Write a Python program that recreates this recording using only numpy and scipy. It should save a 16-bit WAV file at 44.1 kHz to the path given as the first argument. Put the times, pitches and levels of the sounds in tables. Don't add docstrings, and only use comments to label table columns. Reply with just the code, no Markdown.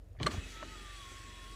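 import sys
import numpy as np
from scipy import signal
from scipy.io import wavfile

SR = 44100
rng = np.random.default_rng(int(sys.argv[2]) if len(sys.argv) > 2 else 0)


def invert_db(x):
    u = np.asarray(x, float) / 20
    return 10 ** u


def unload_audio(sound):
    columns = np.transpose(np.atleast_2d(sound))
    steps = np.round(np.clip(columns, -1, 1) * 32767)
    wavfile.write(sys.argv[1], SR, steps.astype(np.int16))


N = 68355

# (frequency [Hz], density [dB per Hz])
CABIN_SPECTRUM = [(79, -5.5), (135, -30), (143, -41), (250, -10), (648, -13.5), (702, -24), (927, -26),
                  (14100, -43), (15500, -54)]
CABIN_DB = -65.5
BOOM_HZ, BOOM_WIDTH_HZ, BOOM_DB = 101.6, 57, -65
HISS_FLICKER_DB = 0.6

# (multiple of firing rate [-], level [dB])
IDLE_ORDERS = [(2, 1), (3, -8), (4, -8.5), (5, -18)]
# (time [s], level [dB])
IDLE_HUNTING = [(0.0, -44), (0.064, -57), (0.138, -50), (0.176, -48), (0.21, -94), (0.28, -54),
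                (0.388, -52), (0.444, -42), (0.492, -50.5), (0.958, -50.5), (1.018, -56.5), (1.38, -53),
                (1.498, -50), (1.55, -46)]
# (frequency [Hz], level [dB], t60 [s])
INJECTOR_TICK = [(6750, -74, 0.015), (8950, -75, 0.0094), (12100, -75, 0.01)]
FIRING_HZ, FIRING_PEAK_S, FIRST_TICK_S = 23.0, 0.031, 0.0435
IDLE_DB, IDLE_WOBBLE_DB, ORDER_LAG_RAD = -1, 1.2, 2.0

# (time [s], level [dB])
SHUDDER_LEVEL = [(.17, -99), (.205, -40.5), (.25, -46), (.3, -48), (.335, -48), (.39, -47.5), (.43, -52.5),
                 (.47, -56), (.54, -62), (.67, -57), (.78, -60), (.86, -64), (.94, -91), (1.05, -63.5),
                 (1.2, -71), (1.27, -62), (1.36, -65.5), (1.55, -60)]
# (frequency [Hz], width [Hz], level [dB])
SKIN_MODES = [(150, 74, -2), (220, 102, -0.5), (305, 72, -5.5), (359, 103, -3.5)]
# (time [s], peak level [dB], pitch [Hz], t60 [s])
SKIN_THUDS = [(0.10, -47.5, 98, 0.15), (0.182, -36, 92, 0.1), (0.369, -33, 80, 0.055),
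              (0.21, -23, 110, 0.045), (0.216, -40, 62.8, 0.55), (0.26, -40.5, 164.5, 0.095),
              (0.273, -38, 67, 0.044), (0.241, -31, 147.7, 0.11), (0.323, -34.5, 89.8, 0.17),
              (0.377, -18.5, 77, 0.048), (0.444, -29, 68, 0.039)]

# (time [s], peak level [dB], colour centre [Hz], rattle length [s], colour width [octaves])
KNOCK_EVENTS = [(0.15, -59, 590, 0.01, 0.57), (.166, -61, 1990, 0.018, 0.16),
                (0.188, -54, 1800, .002, 0.16), (.200, -39.5, 2530, 0.0022, 0.49),
                (.201, -39, 810, 0.067, 0.45), (.204, -35.5, 384, 0.0066, 0.35),
                (0.2309, -25.5, 3240, 0.0009, 0.66), (.2345, -37, 3070, 0.0027, 1.1),
                (0.2622, -26, 1710, 0.0029, 0.63), (.265, -27.5, 575, 0.0096, 0.41),
                (0.2653, -28.5, 5540, 0.0046, .8), (0.2664, -23, 2000, 0.00075, 2.26),
                (.2665, -22, 1185, 0.0061, 0.37), (0.2695, -27.5, 3020, 0.002, 0.67),
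                (0.2723, -36, 1120, 0.0041, 1.4), (0.276, -33.5, 1280, 0.016, 1.2),
                (0.288, -37.5, 390, 0.0044, 0.48), (.30, -41, 1000, 0.075, 1.03),
                (0.31, -41.5, 3060, 0.0071, 0.57), (0.334, -40, 1300, 0.0056, 1.8),
                (0.343, -38, 443, .004, 0.73), (.374, -46, 1500, 0.0073, 0.57),
                (.6275, -38, 1300, 0.0043, 0.54), (0.6255, -40.5, 520, 0.007, 0.42),
                (0.634, -46, 450, .004, .6), (1.116, -49, 340, 0.016, 0.59)]
# (frequency [Hz], level [dB])
LINKAGE_MODES = [(355, 4.5), (595, 2.5), (700, -4.5), (825, -7), (1090, -4.5), (1170, 8), (1430, -1.5),
                 (1720, 4), (2100, 0), (2350, -2.5), (3050, -2), (4200, 3.5), (6250, -4), (8150, 1)]
RATTLE_PER_S, CRUNCH_DB, CONTACT_CUT_HZ = 2100, -5, 11500
LINKAGE_T60_S, DAMPING_SLOPE = 0.028, 0.22

# (time [s], commutator pitch [Hz], whine level [dB])
MOTOR_RUN = [(0.401, 1353, -78), (.47, 1317, -75), (0.54, 1311, -58), (.60, 1308, -55.5),
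             (.632, 1316, -50.5), (0.65, 1220, -64), (.68, 1257, -60.5), (0.726, 1274, -55.5),
             (0.766, 1218, -62), (0.83, 1211, -56.5), (0.904, 1164, -59.5), (1.01, 1145, -55.5),
             (1.041, 1088, -55.5), (1.151, 1101, -58.5), (1.31, 1086, -58.5), (1.448, 1084, -59.5),
             (1.55, 1104, -57.5)]
# (multiple of shaft speed [-], level against whine [dB], resonance [Hz], width [Hz])
SHAFT_ORDERS = [(1, -3.5, 108, 6), (7, -12.5, 890, 60), (9, -12, 972, 10), (11, -9, 1340, 40),
                (19, -14, 2075, 14)]
COMMUTATOR_SEGMENTS = 10
WHINE_WOBBLE_DB, ORDER_WOBBLE_DB, PITCH_JITTER = 2.0, 3.5, 0.006
# (time [s], level [dB])
DRIVE_EFFORT = [(.183, -100), (.19, -62), (.215, -51.5), (.245, -54), (.258, -58), (.272, -44.5),
                (.292, -59.5), (.316, -48.5), (.345, -51), (.36, -52), (.385, -53), (.41, -54.5),
                (.6, -53.5), (.75, -55), (1.16, -55.5), (1.38, -56.5), (1.55, -59)]
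# (frequency [Hz], width [Hz], level [dB])
PANEL_MODES = [(340, 31, -2), (1395, 62, -0.5), (1814.6, 20, 6), (1954, 39, -1.5), (2072, 24, -2.5),
               (2230, 117, -3.5), (2578, 65, -1), (2922, 123, -3), (3350, 106, 0), (3835, 138, -4.5),
               (4420, 275, -9), (6260, 650, -11.5), (7670, 510, -14.5), (8970, 1060, -19.5)]
BRUSH_DB, TURN_DEPTH, PANEL_FLICKER_DB = 0.5, 0.16, 2.5
SMALL_MODES, SMALL_WIDTH_HZ, SMALL_FLICKER_DB = 90, 36, 3.5
SMALL_DB, SMALL_TILT_DB_PER_OCT = -6.5, -6.5
# (frequency [Hz], density [dB per Hz])
SEAL_SPECTRUM = [(76, -47), (130, -55), (159, -8.5), (383, -14), (772, -8.5), (1860, -6), (3330, -12),
                 (7710, -21.5), (15500, -33.5)]
# (time [s], level [dB])
SEAL_PRESSURE = [(.2, -25), (.23, 1.5), (.33, 2.5), (.42, -2), (.5, 3), (.62, -5), (.72, 1), (.85, 1),
                 (1.0, 2), (1.19, 3.5), (1.25, 0.5), (1.4, 0), (1.5, 2.5), (1.55, 5)]
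SEAL_DB, SEAL_GRIPS_S, BRIGHT_FROM_HZ = -2.5, 0.224, 5500
# (frequency [Hz], width [Hz], depth at start [0-1], depth at end [0-1])
DOOR_HOLLOWS = [(480, 130, 0.74, .3), (1040, 210, .75, 0), (815, 360, 0, 0.84), (1430, 490, 0.24, 0.49)]

MIC_LOW_HZ, TOP_HZ = 30, 15800


def rms_one(x):
    return x / np.sqrt(np.mean(x ** 2) + 1e-20)


def in_time(rows, before=None):
    s, *columns = np.transpose(rows)
    return [np.interp(np.arange(N) / SR, s, c, left=before) for c in columns]


def drift(rate_hz):
    r = np.exp(-2 * np.pi * rate_hz / SR)
    white = rng.standard_normal(N + SR)
    return rms_one(signal.lfilter([1], [1, -2 * r, r * r], white)[SR:])


def resonate(x, hz, width_hz):
    r = np.exp(-np.pi * width_hz / SR)
    poles = [1, -2 * r * np.cos(2 * np.pi * hz / SR), r * r]
    return signal.lfilter([(1 - r * r) / 2, 0, (r * r - 1) / 2], poles, x)


def ring(clicks, hz, t60):
    r = invert_db(-60 / (t60 * SR))
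    w = 2 * np.pi * hz / SR
    return signal.lfilter([0, np.sin(w)], [1, -2 * r * np.cos(w), r * r], clicks + 1e-18)


def banded_noise(spectrum, patchy_db):
    out = 0
    edges = 22 * 2 ** np.arange(0, 10, 0.5)
    white = rng.standard_normal((2, N + 9000))
    hz, db = np.transpose(spectrum)
    for k, (low, high) in enumerate(zip(edges, edges[1:])):
        sos = signal.butter(2, [low, high], "band", fs=SR, output="sos")
        band = signal.sosfilt(sos, white[k % 2])[-N:]
        band_db = np.interp(np.log(low * high) / 2, np.log(hz), db)
        out = out + band * invert_db(band_db + patchy_db * drift(10.0))
    return rms_one(out)


def cabin():
    boom = resonate(rng.standard_normal(N + SR), BOOM_HZ, BOOM_WIDTH_HZ)
    boom = resonate(boom, BOOM_HZ, 2 * BOOM_WIDTH_HZ)[SR:]
    floor = banded_noise(CABIN_SPECTRUM, HISS_FLICKER_DB)
    return invert_db(BOOM_DB) * rms_one(boom) + invert_db(CABIN_DB) * floor


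def engine():
    firing_time = np.cumsum(1 + 0.004 * drift(3)) / SR - FIRING_PEAK_S
    phase = 2 * np.pi * FIRING_HZ * firing_time
    hunt_db, = in_time(IDLE_HUNTING)
    out = np.zeros(N)
    for k, db in IDLE_ORDERS:
        order_db = db + IDLE_DB + (hunt_db if k == 2 else hunt_db.mean())
        level = np.sqrt(2) * invert_db(order_db + IDLE_WOBBLE_DB * drift(2.0))
        out += level * np.cos(k * phase - ORDER_LAG_RAD / k)
    clicks = np.zeros(N)
    clicks[(np.arange(FIRST_TICK_S, N / SR, 1 / FIRING_HZ) * SR).astype(int)] = 1
    for hz, db, t60 in INJECTOR_TICK:
        out += invert_db(db) * ring(clicks * invert_db(1.7 * rng.standard_normal(N)), hz, t60)
    return out


def shudder():
    level_db, = in_time(SHUDDER_LEVEL, before=-120)
    shake = np.zeros(N)
    for hz, width_hz, db in SKIN_MODES:
        force = rng.standard_normal(N)
        shake += invert_db(db) * resonate(resonate(force, hz, width_hz), hz, 2 * width_hz)
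    out = invert_db(level_db) * rms_one(shake)
    for s, peak_db, hz, t60 in SKIN_THUDS:
        t = np.maximum(np.arange(N) / SR - s, 0)
        onset = 1 - np.exp(-t * hz)
        out -= invert_db(peak_db - 60 * t / t60) * onset * 2 * np.sin(2 * np.pi * hz * t)
    return out


def knocks():
    out = np.zeros(N + SR)
    t = np.arange(SR // 5) / SR
    for s, db, centre_hz, rattle_s, octaves in KNOCK_EVENTS:
        fade = np.exp(-(t / rattle_s) ** 2)
        hits = (rng.random(len(t)) < RATTLE_PER_S / SR) * fade
        hits[0] = 1.5
        rattle = np.zeros(len(t))
        for hz, mode_db in LINKAGE_MODES:
            off_db = 5 * (np.log2(hz / centre_hz) / octaves) ** 2
            t60 = LINKAGE_T60_S * (1000 / hz) ** DAMPING_SLOPE
            struck = ring(hits * rng.choice([-1, 1], len(t)), hz, t60)
            rattle += invert_db(mode_db - off_db + 1.5 * rng.standard_normal()) * struck
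        width_hz = octaves * centre_hz
        crunch = resonate(rng.standard_normal(len(t)) * fade, centre_hz, width_hz)
        crunch = resonate(crunch, centre_hz, 2 * width_hz)
        knock = rattle / np.abs(rattle).max() + invert_db(CRUNCH_DB) * crunch / np.abs(crunch).max()
        i = int(s * SR)
        out[i:i + len(t)] += invert_db(db) * knock
    return signal.sosfilt(signal.butter(2, CONTACT_CUT_HZ, fs=SR, output="sos"), out[:N])


def motor_tones(hz, turn):
    tones = invert_db(WHINE_WOBBLE_DB * drift(29)) * np.sin(COMMUTATOR_SEGMENTS * turn)
    for k, level_db, top_hz, width_hz in SHAFT_ORDERS:
        order_hz = k * hz / COMMUTATOR_SEGMENTS
        off_db = np.minimum(6 * ((order_hz - top_hz) / width_hz) ** 2, 14)
        level = invert_db(level_db - off_db + ORDER_WOBBLE_DB * drift(2.7))
        tones += level * np.sin(k * turn + rng.uniform(0, 2 * np.pi))
    return tones


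def rubbing_noise(turn):
    brush = rng.standard_normal(N) * (1 + TURN_DEPTH * np.sin(turn))
    panel, small = np.zeros(N), np.zeros(N)
    for k, (hz, width_hz, db) in enumerate(PANEL_MODES):
        level = invert_db(db + PANEL_FLICKER_DB * drift(7.4))
        panel += (-1) ** k * level * resonate(brush, hz, width_hz)
    for hz in 1500 + 8500 * rng.random(SMALL_MODES) ** 1.5:
        level = invert_db(SMALL_TILT_DB_PER_OCT * np.log2(hz / 2000) + SMALL_FLICKER_DB * drift(1.55))
        width_hz = SMALL_WIDTH_HZ * hz / 2000
        small += level * resonate(resonate(brush, hz, width_hz), hz, 4 * width_hz)
    grip = np.clip(1 + (np.arange(N) / SR - SEAL_GRIPS_S) / 0.023, 0, 1) ** 2
    hiss = banded_noise(SEAL_SPECTRUM, HISS_FLICKER_DB)
    rub = invert_db(SMALL_DB) * rms_one(small) + invert_db(SEAL_DB) * hiss
    noise = invert_db(BRUSH_DB) * rms_one(panel) + grip * rub
    for hz, width_hz, first, last in DOOR_HOLLOWS:
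        noise = noise - np.linspace(first, last, N) * resonate(noise, hz, width_hz)
    dull = signal.sosfiltfilt(signal.butter(2, BRIGHT_FROM_HZ, fs=SR, output="sos"), noise)
    pressure_db, = in_time(SEAL_PRESSURE)
    return dull + invert_db(pressure_db) * (noise - dull)


def motor():
    hz, whine_db = in_time([(0.3, 1330, -100)] + MOTOR_RUN)
    jittered_hz = hz * (1 + PITCH_JITTER * drift(12.6))
    turn = 2 * np.pi * np.cumsum(jittered_hz) / COMMUTATOR_SEGMENTS / SR
    effort_db, = in_time(DRIVE_EFFORT, before=-120)
    return np.sqrt(2) * invert_db(whine_db) * motor_tones(hz, turn) + invert_db(effort_db) * rubbing_noise(turn)


def scene():
    return (cabin() + engine() + shudder() + knocks() + motor())[None]


def roll_off(x):
    return signal.sosfilt(signal.butter(12, 15690, fs=SR, output="sos"), x)


def record(dry):
    x = signal.sosfilt(signal.butter(2, MIC_LOW_HZ, "high", fs=SR, output="sos"), dry)
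    x = signal.sosfilt(signal.cheby2(24, 50, TOP_HZ, fs=SR, output="sos"), x)
    return roll_off(x)


dry = scene()
out = record(dry)
unload_audio(out)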